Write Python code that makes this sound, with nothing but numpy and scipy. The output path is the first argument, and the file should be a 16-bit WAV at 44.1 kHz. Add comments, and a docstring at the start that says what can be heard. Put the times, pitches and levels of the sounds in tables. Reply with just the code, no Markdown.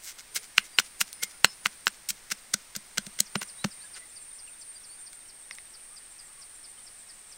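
"""Pounding chillies in a stone mortar

Close by and outdoors, a stone pestle pounds chillies and garlic. Each blow crushes skins and flesh
in a burst of tiny cracks and thumps the bowl on its base; where stone meets stone, it knocks.
Then two lumps of sugar drop in. Insects shrill and small birds call all around, over a soft hiss of air."""
import sys
import numpy as np
from scipy import signal
from scipy.fft import rfft, irfft
from scipy.io import wavfile

SR = 44100
rng = np.random.default_rng(int(sys.argv[2]) if len(sys.argv) > 2 else 0)


def unload_audio(sound):
    """Save the sound as a 16-bit wav file, at the path given as the first command line argument."""
    columns = np.transpose(np.atleast_2d(sound))
    # keep every value between -1 and 1, then stretch to whole-number steps
    steps = np.round(np.clip(columns, -1, 1) * 32767)
    wavfile.write(sys.argv[1], SR, steps.astype(np.int16))


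N = 325017


# the tones of the filled stone bowl: f/Hz, level/dB, ring time before stretching/s
BOWL_TONES = [(520, -2, 0.0059), (843, -11.5, 0.0038), (1155, -2.5, 0.0046), (1460, 1.5, 0.0065),
              (2100, -6, 0.0051), (2840, 8.5, 0.0029), (4180, -2, 0.0059), (5200, -4, 0.0054),
              (6770, -12, 0.0019), (7860, -7.5, 0.0067), (12170, -14, 0.0051)]
def knock(db, bright_hz, narrow_db, stretch, spot_db=2.0, grit_db=-11, grit_s=.0003):
    """Stone on stone rings very briefly; the thinner the cushion of pulp, the brighter the knock."""
    t = np.arange(SR // 200) / SR
    grit = rng.standard_normal(len(t)) * np.exp(-t / grit_s)  # rough faces touch at many points
    contact = (t == 0) + amp(grit_db) * grit / np.linalg.norm(grit)
    spot = rng.standard_normal(len(BOWL_TONES))  # each spot of the bowl favours other tones
    tones = [(hz, tone_db + spot_db * luck, t60) for (hz, tone_db, t60), luck in zip(BOWL_TONES, spot)]
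    ringing = np.convolve(contact, ring(tones, stretch, rise_cycles=1.2))
    sound = colour(ringing, lambda hz: -narrow_db * np.log1p(np.log2(hz / bright_hz) ** 2))
    return amp(db) * sound / abs(sound).max()


# blows that reach the stone: t/s, peak level/dB, favoured f/Hz, cut away from that pitch/dB,
# ring time stretch, bounce time/ms, level of the bounce's crunch/dB
STONE_HITS = [(0.5811, 2.5, 2580, 11.5, 0.79, 15, -45), (0.7863, -1, 2400, 4, 1.6, 12, -21.5),
              (1.013, -10, 1730, 13, 1.1, 4.9, -31), (1.4451, 5, 1580, 5, 1.25, 7.7, -25.5),
              (1.6589, -4.5, 1990, 15, 0.62, 7.9, -28), (1.869, -2.5, 2100, 11, 0.73, 9.8, -26.5),
              (2.5391, -9, 4970, 8, 0.36, 5.8, -48), (2.982, -11.5, 4070, 11, 0.57, 12, -56),
              (3.2045, -3.5, 6400, 14.5, 0.59, 8, -52), (3.356, -12.5, 2000, 6, .6, 9.1, -48),
              (3.4178, -22.5, 1200, 9, .62, 12, -34.5), (3.6464, -14, 620, 5, 0.41, 14, -46)]
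def pestle_knocks(bounce_boost_db=7.5):
    """The pestle strikes the bowl, bounces and lands again more softly."""
    out = np.zeros(N)
    for s, db, bright_hz, narrow_db, stretch, bounce_ms, bounce_db in STONE_HITS:
        add(out, s, knock(db, bright_hz, narrow_db, stretch))
        landing = knock(bounce_db + bounce_boost_db, bright_hz=1450, narrow_db=7, stretch=1.2)
        add(out, s + bounce_ms / 1000, landing)
    return out


# how strong the crushing is at each pitch: f/Hz, level/dB
CRUNCH_COLOUR = [(100, -32.5), (380, -7.5), (900, -13.5), (1200, -7), (1480, 4), (1750, -2.5), (2080, 4.5),
                 (2500, -0.5), (3500, -0.5), (5800, 1), (8500, -2.5), (10500, -11.5), (16000, -17)]
def crunch(swell, db, tilt_db, cracks_per_s=5500, spread_db=4.5, clump_db=1.5, wall_hz=710):
    """Cells burst in clumps of tiny cracks as the swell presses them; more tilt means more treble."""
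    n = len(swell)
    happens = rng.random(n) < cracks_per_s / SR
    size = amp(spread_db * np.minimum(rng.exponential(1, n), 3))
    direction = rng.choice([-1, 1], n)
    clumps = amp(clump_db * wander(n, per_s=497))
    cracks = swell * clumps * happens * direction * size
    cracks = cracks + 0.082 * np.roll(cracks, round(SR / wall_hz))  # the wall throws each crack back
    sound = colour(cracks, lambda hz: spectrum(CRUNCH_COLOUR, hz)
                   + tilt_db * np.log2(np.maximum(hz, 900) / 4000))
    return amp(db) * unit(sound) * np.sqrt(np.mean(swell ** 2))


# every blow: t/s, thump level before its boost/dB, crush level/dB, crush fade/ms,
# crush tilt/dB per octave, time to sink in/ms, skin level/dB, skin tilt/dB per octave
PESTLE_BLOWS = [(.3675, -53, -25, 7.5, 2, 9.1, -23.5, 4), (.5818, -42, -29, 6.2, 0, 3.2, -21, 2.5),
                (.7886, -38, -16.5, 1.6, 0, 9, -38, 3), (1.0127, -40.5, -18, 5, 7, 6.5, -22, 0),
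                (1.235, -47, -21, 5.2, 5, 9.2, -29, -3), (1.4474, -33, -17, 2.3, 4, 3.6, -40, 12),
                (1.6595, -37, -29, 5, 5, 5.8, -30, -3.5), (1.8705, -39.5, -25.5, 1.4, -8.5, 12, -39, 9),
                (2.105, -44, -21.5, 2.4, 3, 17.5, -23, 7), (2.3191, -41, -22, 4.3, 0.5, 4, -26, 0),
                (2.5414, -33, -14.5, 2.1, 2, 4.3, -25, 2), (2.7637, -36, -26.5, 3.4, 6.5, 12.1, -33, -2),
                (2.9822, -32, -17, 1.74, 0, 8.5, -27.5, -2), (3.068, -37, -35.5, 3, 2, 3.5, -39, 0),
                (3.2042, -34.5, -11, 1.3, 8, 15.7, -31.5, 0.5),
                (3.3572, -23, -24, 2, -6.5, 3.03, -25.5, -4.5),
                (3.4185, -45, -34, 5.3, -3.5, 5.2, -31.5, 5), (3.6463, -18.5, -21.5, 1.5, -3, 3.5, -22, -6)]
# pieces that shift and snap: t/s, level/dB, half length/ms, tilt/dB per octave
LOOSE_PIECES = [(.05, -42.5, 16, 8), (.091, -39.5, 19.3, 3.5), (.197, -42.5, 10, 1),
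                (0.352, -31.5, 3.7, 13), (1.1303, -29.5, 0.53, 6.5), (2.304, -33, .7, 3),
                (3.969, -44, 12, -2), (5.132, -43, 1.7, 3), (5.552, -45, 1.7, 4.5)]
def crushing(skin_attack_s=0.00062, skin_release_s=.012, lift_delay_s=.072, lift_fall_db_per_s=4.5):
    """Each blow bursts skins, crushes flesh and lifts out; bounces and loose pieces crackle too."""
    out = np.zeros(N)
    t = np.arange(-SR // 16, SR // 16) / SR
    for s, _, crush_db, fade_ms, tilt_db, sink_ms, skin_db, skin_tilt_db in PESTLE_BLOWS:
        start, sink_s = s + t[0], sink_ms / 1000
        skins = .5 * (1 + np.tanh(t / skin_attack_s))  # skins burst at first touch,
        skins *= np.exp(-np.maximum(t, 0) / (0.84 * sink_s))  # give way as the pestle sinks
        skins *= np.exp(-np.maximum(t - sink_s, 0) / skin_release_s)  # and fall silent once it stops
        add(out, start - sink_s, crunch(skins, skin_db, skin_tilt_db))
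        flesh = np.exp(-abs(t) / (fade_ms / 1000))
        add(out, start, crunch(flesh, crush_db, tilt_db))
        lift_db = -45.5 - lift_fall_db_per_s * s  # leaving the wet pulp gets quieter as skins break up
        lift = crunch(bell(t, half_s=0.014), lift_db, tilt_db=2.5, cracks_per_s=2600)
        add(out, start + lift_delay_s, lift)
    for s, *_, bounce_ms, bounce_db in STONE_HITS:
        flight_s = bounce_ms / 1000
        smear = crunch(bell(t, 0.31 * flight_s), bounce_db, tilt_db=3)
        add(out, s + t[0] + flight_s, smear)
    for s, db, half_ms, tilt_db in LOOSE_PIECES:
        add(out, s + t[0], crunch(bell(t, half_ms / 1000), db, tilt_db, cracks_per_s=3000))
    return out


# the low tones of the mortar rocking on its base: f/Hz, level/dB, ring time/s
BASE_TONES = [(201, -0.5, 0.056), (162.6, -6.5, 0.043), (332, 2.5, 0.014), (580, -3, 0.018)]
def bowl_thumps(rise_s=0.0046, boost_db=6, lag_s=0.0013):
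    """Each blow pushes the heavy bowl into its base, which springs back for a few swings."""
    out = np.zeros(N)
    t = np.arange(SR // 6) / SR
    thump = sum(amp(db - 60 * t / t60) * np.sin(2 * np.pi * hz * t) for hz, db, t60 in BASE_TONES)
    thump *= 1 - np.exp(-t / rise_s)
    for s, db, *_ in PESTLE_BLOWS:
        add(out, s + lag_s, amp(db + boost_db) * thump)
    return out


# lumps of sugar landing: t/s, peak level/dB
SUGAR_DROPS = [(5.5101, -24.5), (5.5845, -30.5)]
# the tones of a lump's dry tap: f/Hz, level/dB, ring time before stretching/s
SUGAR_TONES = [(1220, -8.5, 0.021), (2060, 7.5, 0.012), (2530, -3.5, 0.017), (3700, 2, 0.0064),
               (5500, 0.5, 0.0062)]
def sugar_lumps():
    """Hard lumps tap on the bottom of the bowl."""
    out = np.zeros(N)
    tap = ring(SUGAR_TONES, stretch=0.63, rise_cycles=2.6)
    for s, db in SUGAR_DROPS:
        add(out, s, amp(db) * tap / abs(tap).max())
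    return out


# single bird whistles: t/s, length/s, first f/Hz, last f/Hz, level/dB
BIRD_WHISTLES = [(.3, .18, 451, 442, -61.5), (.52, .15, 2220, 2115, -56), (.725, .05, 4720, 4800, -54),
                 (0.973, 0.55, 5200, 5050, -62.5), (1.202, 0.064, 2130, 2100, -43),
                 (1.43, 0.12, 5330, 5190, -48), (3.572, 0.077, 3700, 4200, -49.5),
                 (3.795, .05, 3600, 4950, -52), (3.831, 0.036, 1650, 1660, -53.5),
                 (3.988, 0.067, 1990, 1940, -53), (4.471, 0.019, 3090, 2296, -50),
                 (4.746, 0.036, 4950, 4640, -52), (4.884, 0.071, 4210, 4810, -53.5),
                 (6.772, .02, 3300, 2900, -53)]
def birds(first_chip_s=3.268, every_s=.2254, chip_s=.031, chip_db=-45.5, pip_delay_s=.135, pip_db=-58):
    """One bird repeats a quick falling chip with a faint pip after it; others whistle now and then."""
    out = np.zeros(N)
    for s in np.arange(first_chip_s, N / SR, every_s):
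        chip = glide(chip_s, 6450, 4100, waver_hz=164)
        chip *= np.linspace(.2, 1.3, len(chip))
        add(out, s - 0.64 * chip_s, amp(chip_db + .5 * rng.standard_normal()) * chip)
        pip = rng.random() * glide(0.021, 3750, 3562.5, waver_hz=35.3)
        add(out, s + pip_delay_s, amp(pip_db) * pip)
    for s, length, first_hz, last_hz, db in BIRD_WHISTLES:
        add(out, s, amp(db) * glide(length, first_hz, last_hz, waver_hz=35))
    return echoes(out, t60=0.08, wet_db=-6.5)


# near insects, each repeating one note: from t/s, until t/s, time between notes/s, note length/s,
# starting f/Hz, pitch drop/Hz per s, level/dB
NEAR_INSECTS = [(.28, 1.6, .238, .44, 9520, 950, -54), (3.36, 6.7, .325, .48, 9580, 500, -55),
                (3.27, 4.9, .385, .5, 9080, 650, -48), (2.9, 5.2, .365, .5, 8700, 330, -53),
                (6.55, 6.6, .4, .4, 8950, 850, -55)]
def singing_insects(scatter_hz=18, uneven_db=3.8, fade_db=8,
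                    far_count=40, far_note_s=0.47, far_drop_hz_per_s=550, far_db=-60):
    """Insects near and far sing thin, overlapping notes with their wings, each sagging in pitch."""
    out, notes = np.zeros(N), []
    for first_s, last_s, every_s, length, hz, drop, db in NEAR_INSECTS:
        for s in np.arange(first_s, last_s, every_s):
            notes.append((s, length, hz + scatter_hz * rng.standard_normal(), drop, db))
    for k, (when, pitch) in enumerate(rng.random((far_count, 2))):
        s = (k + when - 1) / far_count * N / SR
        hz = 8880 + 260 * (2 * pitch - 1)
        notes.append((s, far_note_s, hz, far_drop_hz_per_s, far_db))
    for s, length, hz, drop, db in notes:
        note = glide(length, hz, hz - drop * length, waver_hz=24)
        press_db = uneven_db * wander(len(note), per_s=35)  # the wings press unevenly,
        ease_db = fade_db * np.linspace(.5, -.5, len(note))  # then ease off
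        add(out, s, amp(db + press_db + ease_db) * note)
    return echoes(out, t60=0.3, wet_db=-11)


def rasping_insect(first_s=3.485, every_s=.1209, slowing_s=.0011, stroke_s=0.05, db=-56, count=29):
    """One insect rasps in short, hissy strokes, slowing a little with each one."""
    strokes = np.zeros(N)
    for k in range(count):
        s = first_s + every_s * k + slowing_s * k ** 2 / 2
        stroke = amp(2 * rng.standard_normal()) * np.hanning(int(stroke_s * SR))
        add(strokes, s - stroke_s / 2, stroke)
    return amp(db) * strokes * noise([(7100, -50), (7550, -1), (7850, -12), (8300, -35)])


# the shrill of the far chorus: f/Hz, level/dB
CHORUS_COLOUR = [(7000, -23.5), (8000, -5.5), (8500, -9), (8950, 2), (9200, -4), (9500, -13), (9680, -55)]
# its loudness over time: t/s, level/dB
CHORUS_LOUDNESS = [(0, -56.5), (1.5, -57), (2.7, -56), (3.6, -54.5), (5, -59), (7.3, -52.5)]
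# the shrill of a second swarm: f/Hz, level/dB
SWARM_COLOUR = [(7800, -38), (8250, -5), (8480, -2), (8770, -0.5), (8900, 4), (9100, -36.5)]
# its loudness over time: t/s, level/dB
SWARM_LOUDNESS = [(2.8, -77), (4, -63), (5.2, -55), (5.7, -52), (7.3, -56.5)]
def insect_chorus():
    """Many far insects blur into one high hiss, and a second swarm joins in."""
    chorus = level(CHORUS_LOUDNESS) * noise(CHORUS_COLOUR)
    swarm = level(SWARM_LOUDNESS) * noise(SWARM_COLOUR)
    return chorus + swarm


def far_birds(count=110, call_db=-66):
    """Faint peeps from far away, lower ones longer, blurred by the distance."""
    out = np.zeros(N)
    for when, pitch, slide, size in rng.random((count, 4)):
        hz = 1100 * 3.6 ** pitch
        call = glide(70 / hz, hz, hz * (1.03 - .06 * slide), waver_hz=30)
        add(out, when * N / SR, amp(call_db) * (.5 + size) * call)
    return echoes(out, t60=.15, wet_db=-7)


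# the hiss of outdoor air: f/Hz, level/dB
AIR_COLOUR = [(22, 14.5), (60, 2), (150, 1), (450, -0.5), (800, 1.5), (1400, 2), (2050, 4.5), (3000, -0.5),
              (5500, 1), (7000, -2.5), (10000, -4), (12000, -6.5), (13000, -14.5), (14500, -4), (15700, -7)]
# its loudness over time: t/s, level/dB
AIR_LOUDNESS = [(0, -54.5), (3.8, -54.5), (4.3, -56.5), (7.3, -56.5)]
def air(rumble_db=-78, gust_db=3):
    """Soft outdoor hiss over a low, lumpy rumble of moving air."""
    gusts = amp(rumble_db + gust_db * wander(N, per_s=5))
    rumble = gusts * noise([(22, 8), (35, -4), (70, -21), (150, -26), (400, -62)])
    return level(AIR_LOUDNESS) * noise(AIR_COLOUR) + rumble


def ring(tones, stretch, rise_cycles):
    """Tones that swell, high ones first, and die away by 60 dB in their ring time (t60) times stretch."""
    t = np.arange(SR // 16) / SR
    out = np.zeros(len(t))
    for hz, db, t60 in tones:
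        rise = 1 - np.exp(-t * hz / rise_cycles)
        out += amp(db - 60 * t / (t60 * stretch)) * np.cos(2 * np.pi * hz * t) * rise
    return out


def glide(length_s, first_hz, last_hz, waver_hz):
    """A soft-edged tone that slides unsteadily from one pitch to another."""
    n = int(length_s * SR)
    hz = np.linspace(first_hz, last_hz, n) + waver_hz * wander(n, per_s=120.2)
    return np.sin(2 * np.pi * np.cumsum(hz) / SR) * np.sin(np.linspace(0, np.pi, n))


def echoes(x, t60, wet_db, dull_hz=8000):
    """Adds a scatter of duller echoes at the level wet_db, fading by 60 dB in t60 seconds."""
    t = np.arange(SR // 2) / SR
    tail = rng.standard_normal(len(t)) * amp(-60 * t / t60) * (1 - np.exp(-t / 0.002))
    tail = colour(tail, lambda hz: -10 * np.log10(1 + (hz / dull_hz) ** 4))
    return x + amp(wet_db) * signal.fftconvolve(x, tail / np.linalg.norm(tail))[:N]


def colour(x, db_at, size=2048):
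    """Turns each pitch up or down by db_at(Hz), with nothing sounding before its cause."""
    hz = abs(np.fft.fftfreq(size, 1 / SR)) + 1
    log_gain = np.log(amp(np.maximum(db_at(hz), -90)))
    taps = np.fft.ifft(np.exp(np.conj(signal.hilbert(log_gain)))).real
    return signal.fftconvolve(x, taps[:size // 2])[:len(x)]


def noise(points, top_hz=15750):
    """Steady noise of strength 1, shaped by (f/Hz, level/dB) points."""
    hz = np.fft.rfftfreq(N, 1 / SR)
    gain = amp(spectrum(points, hz)) * (hz < top_hz)
    return unit(irfft(rfft(rng.standard_normal(N)) * gain, N))


def wander(length, per_s):
    """A random drift of size about 1 that turns per_s times a second."""
    turns = rng.standard_normal(int(length * per_s / SR) + 2)
    return np.interp(np.arange(length) * per_s / SR, np.arange(len(turns)), turns)


def bell(t, half_s):
    """A smooth swell around time zero."""
    return np.exp(-.5 * (t / half_s) ** 2)


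def spectrum(points, hz):
    """Joins (f/Hz, level/dB) points into a curve and reads it at hz."""
    f, db = np.transpose(points)
    return np.interp(np.log(hz + 1), np.log(f), db)


def level(points):
    """Turns (t/s, level/dB) points into a gain for every sample."""
    return amp(np.interp(np.arange(N) / SR, *np.transpose(points)))


def amp(db):
    """Turns decibels into a gain to multiply by."""
    return 10 ** (np.asarray(db) / 20)


def unit(x):
    """Scales a sound to an average strength (rms) of 1."""
    return x / np.sqrt(np.mean(x ** 2) + 1e-20)


def add(mix, s, sound):
    """Mixes a sound in, starting at s seconds."""
    start = round(s * SR)
    sound = sound[max(-start, 0):]
    part = mix[max(start, 0):][:len(sound)]
    part += sound[:len(part)]


def scene():
    """All is heard from one spot; only a faint low rumble differs between the ears."""
    knocks = echoes(pestle_knocks(), t60=.04, wet_db=-28.5)
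    crunches = echoes(crushing(), t60=0.13, wet_db=-24)
    mortar = echoes(knocks + crunches + bowl_thumps() + sugar_lumps(), t60=0.11, wet_db=-27)
    mid = mortar + birds() + far_birds() + rasping_insect() + insect_chorus() + air() + singing_insects()
    side = amp(-72) * noise([(25, -4), (100, -7), (350, -10.5), (900, -12), (2500, -41)])
    return np.array([mid + side, mid - side])


def record(dry, top_hz=16450):
    """The hardest knocks have their peaks clipped flat; then the highest treble is cut away."""
    clipped = np.clip(dry, -1, 1)
    low_pass = signal.firwin(255, top_hz, window=("kaiser", 8), fs=SR)
    return signal.oaconvolve(clipped, low_pass[None], "same")


dry = scene()
out = record(dry)
unload_audio(out)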